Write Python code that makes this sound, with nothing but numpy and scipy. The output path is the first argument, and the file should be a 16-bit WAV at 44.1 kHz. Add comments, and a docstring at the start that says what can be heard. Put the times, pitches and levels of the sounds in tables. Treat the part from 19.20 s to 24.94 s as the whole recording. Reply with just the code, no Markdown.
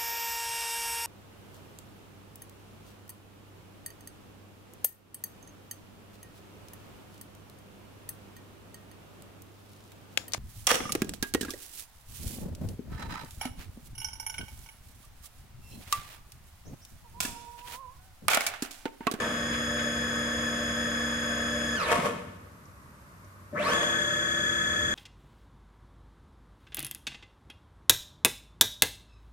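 """A loose ball nut rattles briefly on a bare ballscrew already spinning at full speed on a workshop rail.
The stepper motor whines on multiples of the shaft rate, brakes, rests and runs back: sines locked to the
shaft angle, and a torque growl through the resonant frame at each change of speed. The bearings hiss as
filtered noise, the slipping nut clatters as dense clicks. Around them the bench booms and drums,
and the room adds its tail, air noise and hum, heard at two microphones."""
import sys
import numpy as np
from scipy import signal
from scipy.fft import rfft, irfft, next_fast_len
from scipy.io import wavfile
from scipy.ndimage import uniform_filter1d

SR = 44100
rng = np.random.default_rng(int(sys.argv[2]) if len(sys.argv) > 2 else 0)


def file_out(sig):
    """Save sig as 16-bit WAV at sys.argv[1]."""
    # one column per channel
    cols = np.atleast_2d(sig).T
    # limit, then scale
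    lim = np.clip(cols, -1, 1)
    pcm = np.round(lim * 32767).astype(np.int16)
    wavfile.write(sys.argv[1], SR, pcm)


N = 253164
T = np.arange(N) / SR
SIZE = next_fast_len(N + SR, True)
HZ = np.maximum(np.arange(SIZE // 2 + 1) * SR / SIZE, 1)

TURNS_PER_S = 33.527  # of the shaft at full speed
BRAKE_S, STOP_S, START_S, CRUISE_S = 2.558, 2.778, 4.32, 4.532
ROTOR_TEETH = 50  # steps of the whine per turn

# Stereo picture of the machine at the microphones.
# Each row: frequency in Hz, side over mid in dB, left over right in dB.
STEREO_PICTURE = [(100, -23, 0.5), (220, -19, 0.5), (400, -8, 5), (705, -12, -1.5), (1330, -0.5, 0.4),
                  (2200, -2, 4), (4200, -1, 1.5), (7940, 3, -1.5), (8450, -3.5, -8), (13000, 7, -18)]


def from_db(db):
    """Decibels to an amplitude factor."""
    return 10 ** (np.asarray(db) / 20)


def rms_one(x):
    """Scales a signal to rms 1."""
    return x / np.sqrt(np.mean(x ** 2) + 1e-20)


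def at_hz(table):
    """The columns of a table, read on a log-frequency axis."""
    points, *columns = np.transpose(table)
    return [np.interp(np.log(HZ), np.log(points), column) for column in columns]


def drift(rate_hz):
    """Smooth chance with spread 1: white noise through two equal low-pass poles."""
    pole = np.exp(-2 * np.pi * rate_hz / SR)
    wander = signal.lfilter([1], [1, -2 * pole, pole * pole], rng.standard_normal(N + SR))
    return rms_one(wander[SR:])  # the first second lets the filter settle


def colour(x, gain_db):
    """Causal (minimum-phase) filter with the given gain at each frequency."""
    cepstrum = irfft(np.log(from_db(gain_db)), SIZE)
    cepstrum[1:SIZE // 2] *= 2
    cepstrum[SIZE // 2 + 1:] = 0
    return irfft(rfft(x, SIZE) * np.exp(rfft(cepstrum)), SIZE)[..., :N]


def widen(pair, side_db, balance_db=0):
    """Mixes two unrelated signals as mid and side into left and right, keeping their power."""
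    mid, side = rfft(pair, SIZE)
    width, lean = from_db(side_db), from_db(balance_db)
    both = np.array([(mid + width * side) * lean, mid - width * side])
    return irfft(both * np.sqrt(2 / (1 + width ** 2) / (1 + lean ** 2)), SIZE)[:, :N]


def band_noise(low_hz, high_hz):
    """Two unrelated channels of noise in one band, rms 1."""
    sos = signal.butter(2, [low_hz, high_hz], "band", fs=SR, output="sos")
    return rms_one(signal.sosfilt(sos, rng.standard_normal((2, N))))


def bursts(events, decay_s):
    """Envelope of short blows that die away."""
    return sum(from_db(db) * (T >= start_s) * np.exp(-np.clip((T - start_s) / decay_s, 0, 40))
               for start_s, db in events)


def swells(events):
    """Envelope of events that rise steadily and then die away."""
    envelope = np.zeros(N)
    for start_s, rise_s, db, decay_s in events:
        rise = np.clip((T - start_s) / rise_s, 0, 1)
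        fall = np.exp(-np.clip((T - start_s - rise_s) / decay_s, 0, 40))
        envelope += from_db(db) * rise * fall
    return envelope


def linger(level, decay_s):
    """Follows a level up at once and lets go of it slowly."""
    fall = T / decay_s
    return np.exp(np.maximum.accumulate(np.log(level + 1e-9) + fall) - fall)


def background():
    """Dull room noise, a low hum that sinks for a moment and a few faint ticks while the motor rests."""
    # Tone of the room air. Each row: frequency in Hz, relative density in dB per Hz.
    air_colour = [(25, -29), (50, -9.5), (76, -5), (105, -8.5), (180, -8.5), (290, -15), (380, -18.5),
                  (470, -20.5), (590, -16.5), (780, -24), (1120, -12.5), (2000, -24), (3200, -34.5),
                  (14000, -35)]
    # Width of the room air. Each row: frequency in Hz, side over mid in dB.
    air_width = [(60, -6), (180, -14.5), (530, -6), (1580, 3), (4710, -1.5), (14000, 0.5)]
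    # Faint ticks. Each row: start in seconds, level in dB.
    ticks = [(3.455, -58), (4.045, -59)]
    air_db, hum_db, hum_dip_db, hum_hz = -52, -54, -11, 96
    dip_start_s, dip_end_s, dip_fade_s = 3.28, 3.98, 0.091

    air = widen(colour(rng.standard_normal((2, N)), *at_hz(air_colour)), *at_hz(air_width))
    dip = np.clip(np.minimum(T - dip_start_s, dip_end_s - T) / dip_fade_s, 0, 1)
    hum = np.sqrt(2) * from_db(hum_db + hum_dip_db * dip) * np.sin(2 * np.pi * hum_hz * T)
    tick_noise = bursts(ticks, decay_s=0.0073) * band_noise(5200, 6700)
    return from_db(air_db) * rms_one(air) + hum + tick_noise


def workshop(x, dull_hz):
    """Diffuse tail of the room as dulled, decaying noise, a different one at each microphone."""
    t60_s, gap_s = 0.94, .006  # time to fall by 60 dB, silence ahead of the tail
    t = T[:SR]
    tail = rng.standard_normal((2, SR)) * from_db(-60 * t / t60_s) * (t > gap_s)
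    tail = tail / np.sqrt(np.sum(tail ** 2) / 2)
    tail = signal.sosfilt(signal.butter(1, dull_hz, fs=SR, output="sos"), tail)
    return signal.fftconvolve(x, tail, axes=1)[:, :N]


def bench(out, back):
    """The bench top booms while the screw spins and drums when jolted, nearly alike at both microphones."""
    # The bench booms at the stop and late in the run back.
    # Each row: start in seconds, rise in seconds, peak in dB, decay in seconds.
    booms = [(2.58, 0.18, -52, .06), (5.3, 0.25, -45, 0.87)]
    # The rail jolts the bench top, which drums.
    # Each row: start in seconds, rise in seconds, peak in dB, decay in seconds.
    jolts = [(-.01, 0.015, -40.5, 0.35), (2.745, .035, -34, 0.18), (4.315, 0.019, -39, 0.32),
             (5.35, 0.54, -40.5, .2)]
    boom_out_db, boom_back_db, boom_rest_db, drum_running_db = -55, -62, -63.5, -53.5

    spinning = from_db(boom_out_db) * out + from_db(boom_back_db) * back
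    boom = linger(spinning, decay_s=0.3) + from_db(boom_rest_db) + swells(booms)
    drum = np.hypot(from_db(drum_running_db) * (out + back), swells(jolts))
    return widen(boom * band_noise(63.7, 97) + drum * band_noise(132, 258), *at_hz(STEREO_PICTURE))


def frame_lifts():
    """Resonances of the frame as summed bumps in dB, driven from the bearings and from the nut."""
    # Each row: frequency in Hz, width in Hz, lift in dB from the bearings, lift in dB from the nut.
    resonances = [(75, 29, -24, -14), (137, 37, 3, -4), (188, 18, 12.5, 4), (335, 65, 7, 0),
                  (441, 28, 4.5, 6.5), (480, 50, 6.5, 9.5), (591.3, 52, 18.5, 12), (690.5, 42, 13, 11),
                  (917, 39, 4.5, 9), (1107, 63, 8.5, 8), (1288, 123, 9.5, 5), (1547.5, 72, 13.5, 5.5),
                  (1732, 81, 19, 12), (1858, 62, 9, 5.5), (2045, 100, 1.5, 5), (2186, 67, 5.5, 7),
                  (2506, 96, 6, 6)]
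    hz, width, bearing_db, nut_db = np.transpose(resonances)
    bumps = 1 / (1 + (2 * (HZ - hz[:, None]) / width[:, None]) ** 2)
    return bearing_db @ bumps, nut_db @ bumps


def rolling(force, spectrum_db):
    """A contact force, scaled from unit power to unit power per Hz and radiated by the machine."""
    return widen(colour(force * np.sqrt(SR / 2), spectrum_db), *at_hz(STEREO_PICTURE))


def bearing_force(angle, running, throb):
    """Smooth rolling noise; the slightly bent screw loads the bearings twice a turn."""
    return rng.standard_normal((2, N)) * running * (1 + throb * np.sin(2 * angle))


def nut_force(slip, hits_per_s, size_spread_db, smooth_share):
    """Balls jostle in the nut as dense uneven clicks, with a few hard chattering knocks."""
    # The nut knocks through its play. Each row: start in seconds, strength in dB.
    knocks = [(2.717, 12.5), (2.725, 8), (2.756, 5), (2.857, 3), (4.533, 8), (4.63, 4), (4.794, -15)]
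    sizes = from_db(size_spread_db * np.minimum(rng.exponential(1, N), 4))
    hits = rng.random(N) < hits_per_s / SR
    clicks = rms_one(rng.standard_normal((2, N)) * sizes * hits)
    smooth = rng.standard_normal((2, N))
    jostle = np.sqrt(1 - smooth_share) * clicks + np.sqrt(smooth_share) * smooth
    return slip * jostle + bursts(knocks, decay_s=0.0047) * rng.standard_normal((2, N))


def grazing():
    """The balls graze rough spots of the thread, heard as short swells of band noise."""
    # Each row: start in seconds, rise in seconds, peak in dB, decay in seconds.
    grazes = [(.315, 0.026, -35.5, .028), (.585, 0.01, -35, .025)]
    return swells(grazes) * band_noise(1200, 2930)


def turn_tick(angle, gripping, level_db, at_turn, length_turns, left_db):
    """While the nut spins with the screw, something in it scrapes once a turn."""
    burst = np.exp(-((angle / (2 * np.pi) - at_turn) % 1) / length_turns)
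    levels = from_db(level_db + np.array([[left_db], [0]]))  # left, right
    return band_noise(8300, 11000) * burst * gripping * levels


def hunting():
    """The rotor swings on the spring of its magnetic field, a little unevenly, and settles at full speed."""
    brake_swing_rad, drive_swing_rad, settle_s, swing_hz = .009, .0056, .33, 111.5
    cruising_s = np.where(T < START_S, T, np.maximum(T - CRUISE_S, 0))
    swing = drive_swing_rad * np.exp(-(cruising_s / settle_s) ** 4)
    swing = swing + brake_swing_rad * (T > BRAKE_S) * (T < STOP_S)
    return swing * np.sin(2 * np.pi * swing_hz * T + 2 * drift(18.7))


def step_tones(steps, lag_rad):
    """A once-a-turn wobble of the rotor sets sidebands by each step harmonic, lagging between microphones."""
    sideband_fall_db = 8  # each further sideband is this much weaker
    wobble_bend_rad = 1.25  # 0 would only swell the level, a quarter turn only bend the pitch
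    lower_left_db = 1  # the nearest lower sideband leans further to the left
    tones = []
    for k, (level_db, balance_db, lead, lower_db, upper_db, lean_db) in enumerate(steps):
        multiple, start = ROTOR_TEETH * (k + 1), rng.uniform(0, 2 * np.pi)
        tones.append((multiple, level_db, balance_db, lead, start))
        for away in (-2, -1, 1, 2):
            side_db = lower_db if away < 0 else upper_db
            side_db = level_db + side_db - sideband_fall_db * (abs(away) - 1)
            side_lean_db = lean_db + lower_left_db * (away == -1)
            bend = wobble_bend_rad if abs(away) == 1 else np.pi
            tones.append((multiple + away, side_db, side_lean_db, lead + away * lag_rad, start + bend))
    return tones


def shaft_tones(run):
    """The whirling screw's drone, alike at both microphones, and the bearing tones of run 0 (out) or 1 (back)."""
    # Drone. 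Each row: whole multiple of the shaft rate, level in dB running out, level in dB running
    # back, both ahead of the run's trim.
    drone = [(2, -49, -54), (4, -48.5, -50.5), (7, -38, -50.5), (9, -47.5, -64), (10, -66, -47),
             (14, -54, -60), (15, -46, -67), (18, -60, -47)]
    # Bearings. Each row: multiple of the shaft rate, level in dB running out, level in dB running back
    # (both ahead of the run's trim), left over right in dB, lead of the left in radians.
    bearing_tones = [(38.255, -52, -44, 2, -1.7), (41.19, -63, -54, 2, -.7), (46.35, -51, -47, 10, 1.6),
                     (52, -49, -45, 12, -.7), (55, -48, -49, 1, .7), (177.9, -80, -66, 12, 1),
                     (378, -68, -67, -17, 1.5)]
    tones = [(multiple, dbs[run], 0, 0) for multiple, *dbs in drone]
    tones += [(multiple, dbs[run], balance_db, lead)
              for multiple, *dbs, balance_db, lead in bearing_tones]
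    return [(*tone, rng.uniform(0, 2 * np.pi)) for tone in tones]


def whine(tones, angle, running, waver_db):
    """Sines locked to the shaft; each reaches the two microphones with its own level and phase."""
    out, on = np.zeros((2, N)), running > 0
    wavers = drift(24.0), drift(4)  # a quick and a slow one, taken by turns
    for k, (multiple, level_db, balance_db, lead, start) in enumerate(tones):
        phase = multiple * angle[on] + start
        lean = from_db(balance_db)
        height = 2 * from_db(level_db + waver_db * wavers[k % 2][on]) / np.sqrt(1 + lean ** 2)
        out[:, on] += height * np.array([lean * np.sin(phase + lead), np.sin(phase)])
    return out * running


def ramp_growl(angle, speed, frame_db, rough_db, judder_rad):
    """Changing speed takes torque: step harmonics swell, judder and sweep through the frame's resonances."""
    # Torque ripple of the rotor. 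Each row: whole harmonic of the tooth rate, drive level in dB.
    ripple = [(1, -37.5), (2, -42.5), (3, -44), (4, -39.5), (5, -50), (6, -70)]
    # The rotor lurches and sets one mode of the frame ringing.
    # Each row: start in seconds, frequency in Hz, strength in dB, decay in seconds.
    lurches = [(2.70, 593, -36, 0.029), (2.855, 478, -26, .02), (4.327, 590, -42, 0.028),
               (4.401, 599, -27, 0.0074), (4.455, 1132, -33.5, 0.042)]
    # How well the motor body radiates both. Each row: frequency in Hz, gain in dB.
    motor_body = [(100, -32), (400, -19), (600, 2), (800, -23.5), (1150, 3), (1700, -2.5), (2300, 1),
                  (3000, -3.5), (4200, -3.5), (9000, -10)]

    torque = uniform_filter1d(np.abs(np.gradient(speed)), SR // 100)
    torque = torque / torque.max() * np.clip(speed / .2, 0, 1) ** 2  # fades out near standstill
    angle = angle + judder_rad * drift(210)
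    pair = np.zeros((2, N))
    for harmonic, db in ripple:
        starts = rng.uniform(0, 2 * np.pi, (2, 1))
        rough_level = from_db(db + rough_db * drift(116))
        pair += rough_level * np.sin(harmonic * ROTOR_TEETH * angle + starts)
    ringing = sum(bursts([(start_s, db)], decay_s) * np.sin(2 * np.pi * hz * (T - start_s))
                  for start_s, hz, db, decay_s in lurches)
    drive = np.sqrt(2) * torque * pair + ringing
    return widen(colour(drive, frame_db + at_hz(motor_body)[0]), *at_hz(STEREO_PICTURE))


def scene():
    """The run out, the stop and the run back: whine, growl and bearings follow the shaft speed,
    while slips, knocks, lurches, grazes, jolts and booms come at listed times."""
    # The nut slips on the thread and rattles.
    # Each row: start in seconds, rise in seconds, peak in dB, decay in seconds.
    slips = [(-.01, 0.009, -3, 0.13), (2.57, 0.057, -4, 0.13), (2.66, 0.067, 1.8, .1),
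             (2.84, 0.018, -3, 0.028), (4.365, 0.14, -0.5, 0.17)]
    # Rolling contact ahead of the frame's lift and the trim. Each row: frequency in Hz, bearings running
    # out, bearings running back, nut at full slip, all three in dB per Hz.
    contact = [(25, -77, -97, -71), (46, -80, -86, -72), (70, -76.5, -73, -76), (253, -77.5, -77, -64),
               (535, -75.5, -76, -63.5), (790, -83.5, -90, -69), (1148, -74.5, -77.5, -61),
               (1715, -74, -72, -70.5), (3220, -81, -85.5, -70.5), (4200, -88, -87, -79.5),
               (7000, -85, -85.5, -79), (7440, -90, -89, -78.5), (10600, -91, -96.5, -82.5),
               (12700, -94.5, -92, -87), (13900, -106, -120, -96)]
    # Step whine running out, a row per harmonic of the tooth rate, lowest first. Each row: level in dB
    # ahead of the run's trim, left over right in dB, lead of the left in radians, lower and upper
    # sideband in dB against the harmonic, left over right of the sidebands in dB.
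    steps_out = [(-43, 5, -2.3, -3, -13, 4), (-46, -6, 0, -4.5, 4, 2), (-48, 0, -.6, -15, -8, -2),
                 (-47, -2, -.3, -5, -11, 0), (-57, 1, 2.4, -16, -14, 0), (-62, -1, -.7, -14, -7, -8)]
    # Step whine running back. Each row: level in dB ahead of the run's trim, left over right in dB, lead
    # of the left in radians, lower and upper sideband in dB, left over right of the sidebands in dB.
    steps_back = [(-32.5, 1, -2.9, -20, -14, 3), (-37, 6, 2.3, -13, 0, 11), (-53, 6, -3, -13, -7, -6),
                  (-44, 8, 1.8, -4, -5, 1), (-54, 1, -.3, -20, -15, -4), (-63, -7, 2.8, -18, -18, -8)]

    out = np.interp(T, [BRAKE_S, STOP_S], [1, 0])
    back = np.interp(T, [START_S, CRUISE_S], [0, 1])
    speed = out + back
    angle = 2 * np.pi * TURNS_PER_S * np.cumsum(speed) / SR
    slip = np.hypot(swells(slips), from_db(-25) * speed)  # the nut never sits quite still at full speed
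    grip = np.clip(T / 0.31, 0, 1)  # the nut catches up with the screw early in the run out
    jerk_rad = 0.00017 + 0.0057 * np.minimum(slip, .5)  # the rattling nut jerks the rotor
    shaken = angle + hunting() + jerk_rad * drift(91)

    tones_out = step_tones(steps_out, lag_rad=1.6) + shaft_tones(0)
    tones_back = step_tones(steps_back, lag_rad=.35) + shaft_tones(1)
    tones = from_db(0.5 - 4.8 * (1 - grip)) * whine(tones_out, shaken, out ** 6, waver_db=.5)
    tones = tones + from_db(-0.1) * whine(tones_back, shaken, back ** 6, waver_db=0.67)

    from_bearings, from_nut = frame_lifts()
    growl = ramp_growl(shaken, speed, from_nut, rough_db=2.2, judder_rad=.0038)

    out_db, back_db, nut_db = at_hz(contact)
    force_out = bearing_force(angle, out, throb=0.13)
    force_back = bearing_force(angle, back, throb=0.12)
    bearings = (from_db(-0.53) * rolling(force_out, out_db + from_bearings)
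                + from_db(-0.15) * rolling(force_back, back_db + from_bearings))

    rattle = nut_force(slip, hits_per_s=2500, size_spread_db=2.5, smooth_share=0.43)
    nut = from_db(-1.0) * rolling(rattle, nut_db + from_nut) + grazing()
    tick = turn_tick(angle, out * grip, level_db=-40.5, at_turn=0.34, length_turns=0.06, left_db=-4)

    to_room = from_db(-9) * nut + from_db(-5.5) * growl + from_db(-17.5) * (tones + bearings)
    room = workshop(to_room, dull_hz=6700)
    return tones + growl + bearings + nut + tick + bench(out, back) + room + background()


def record(dry):
    """The top is cut steeply by an elliptic low-pass at 14.3 kHz."""
    return signal.sosfilt(signal.ellip(10, .2, 80, 14300, fs=SR, output="sos"), dry)


dry = scene()
out = record(dry)
file_out(out)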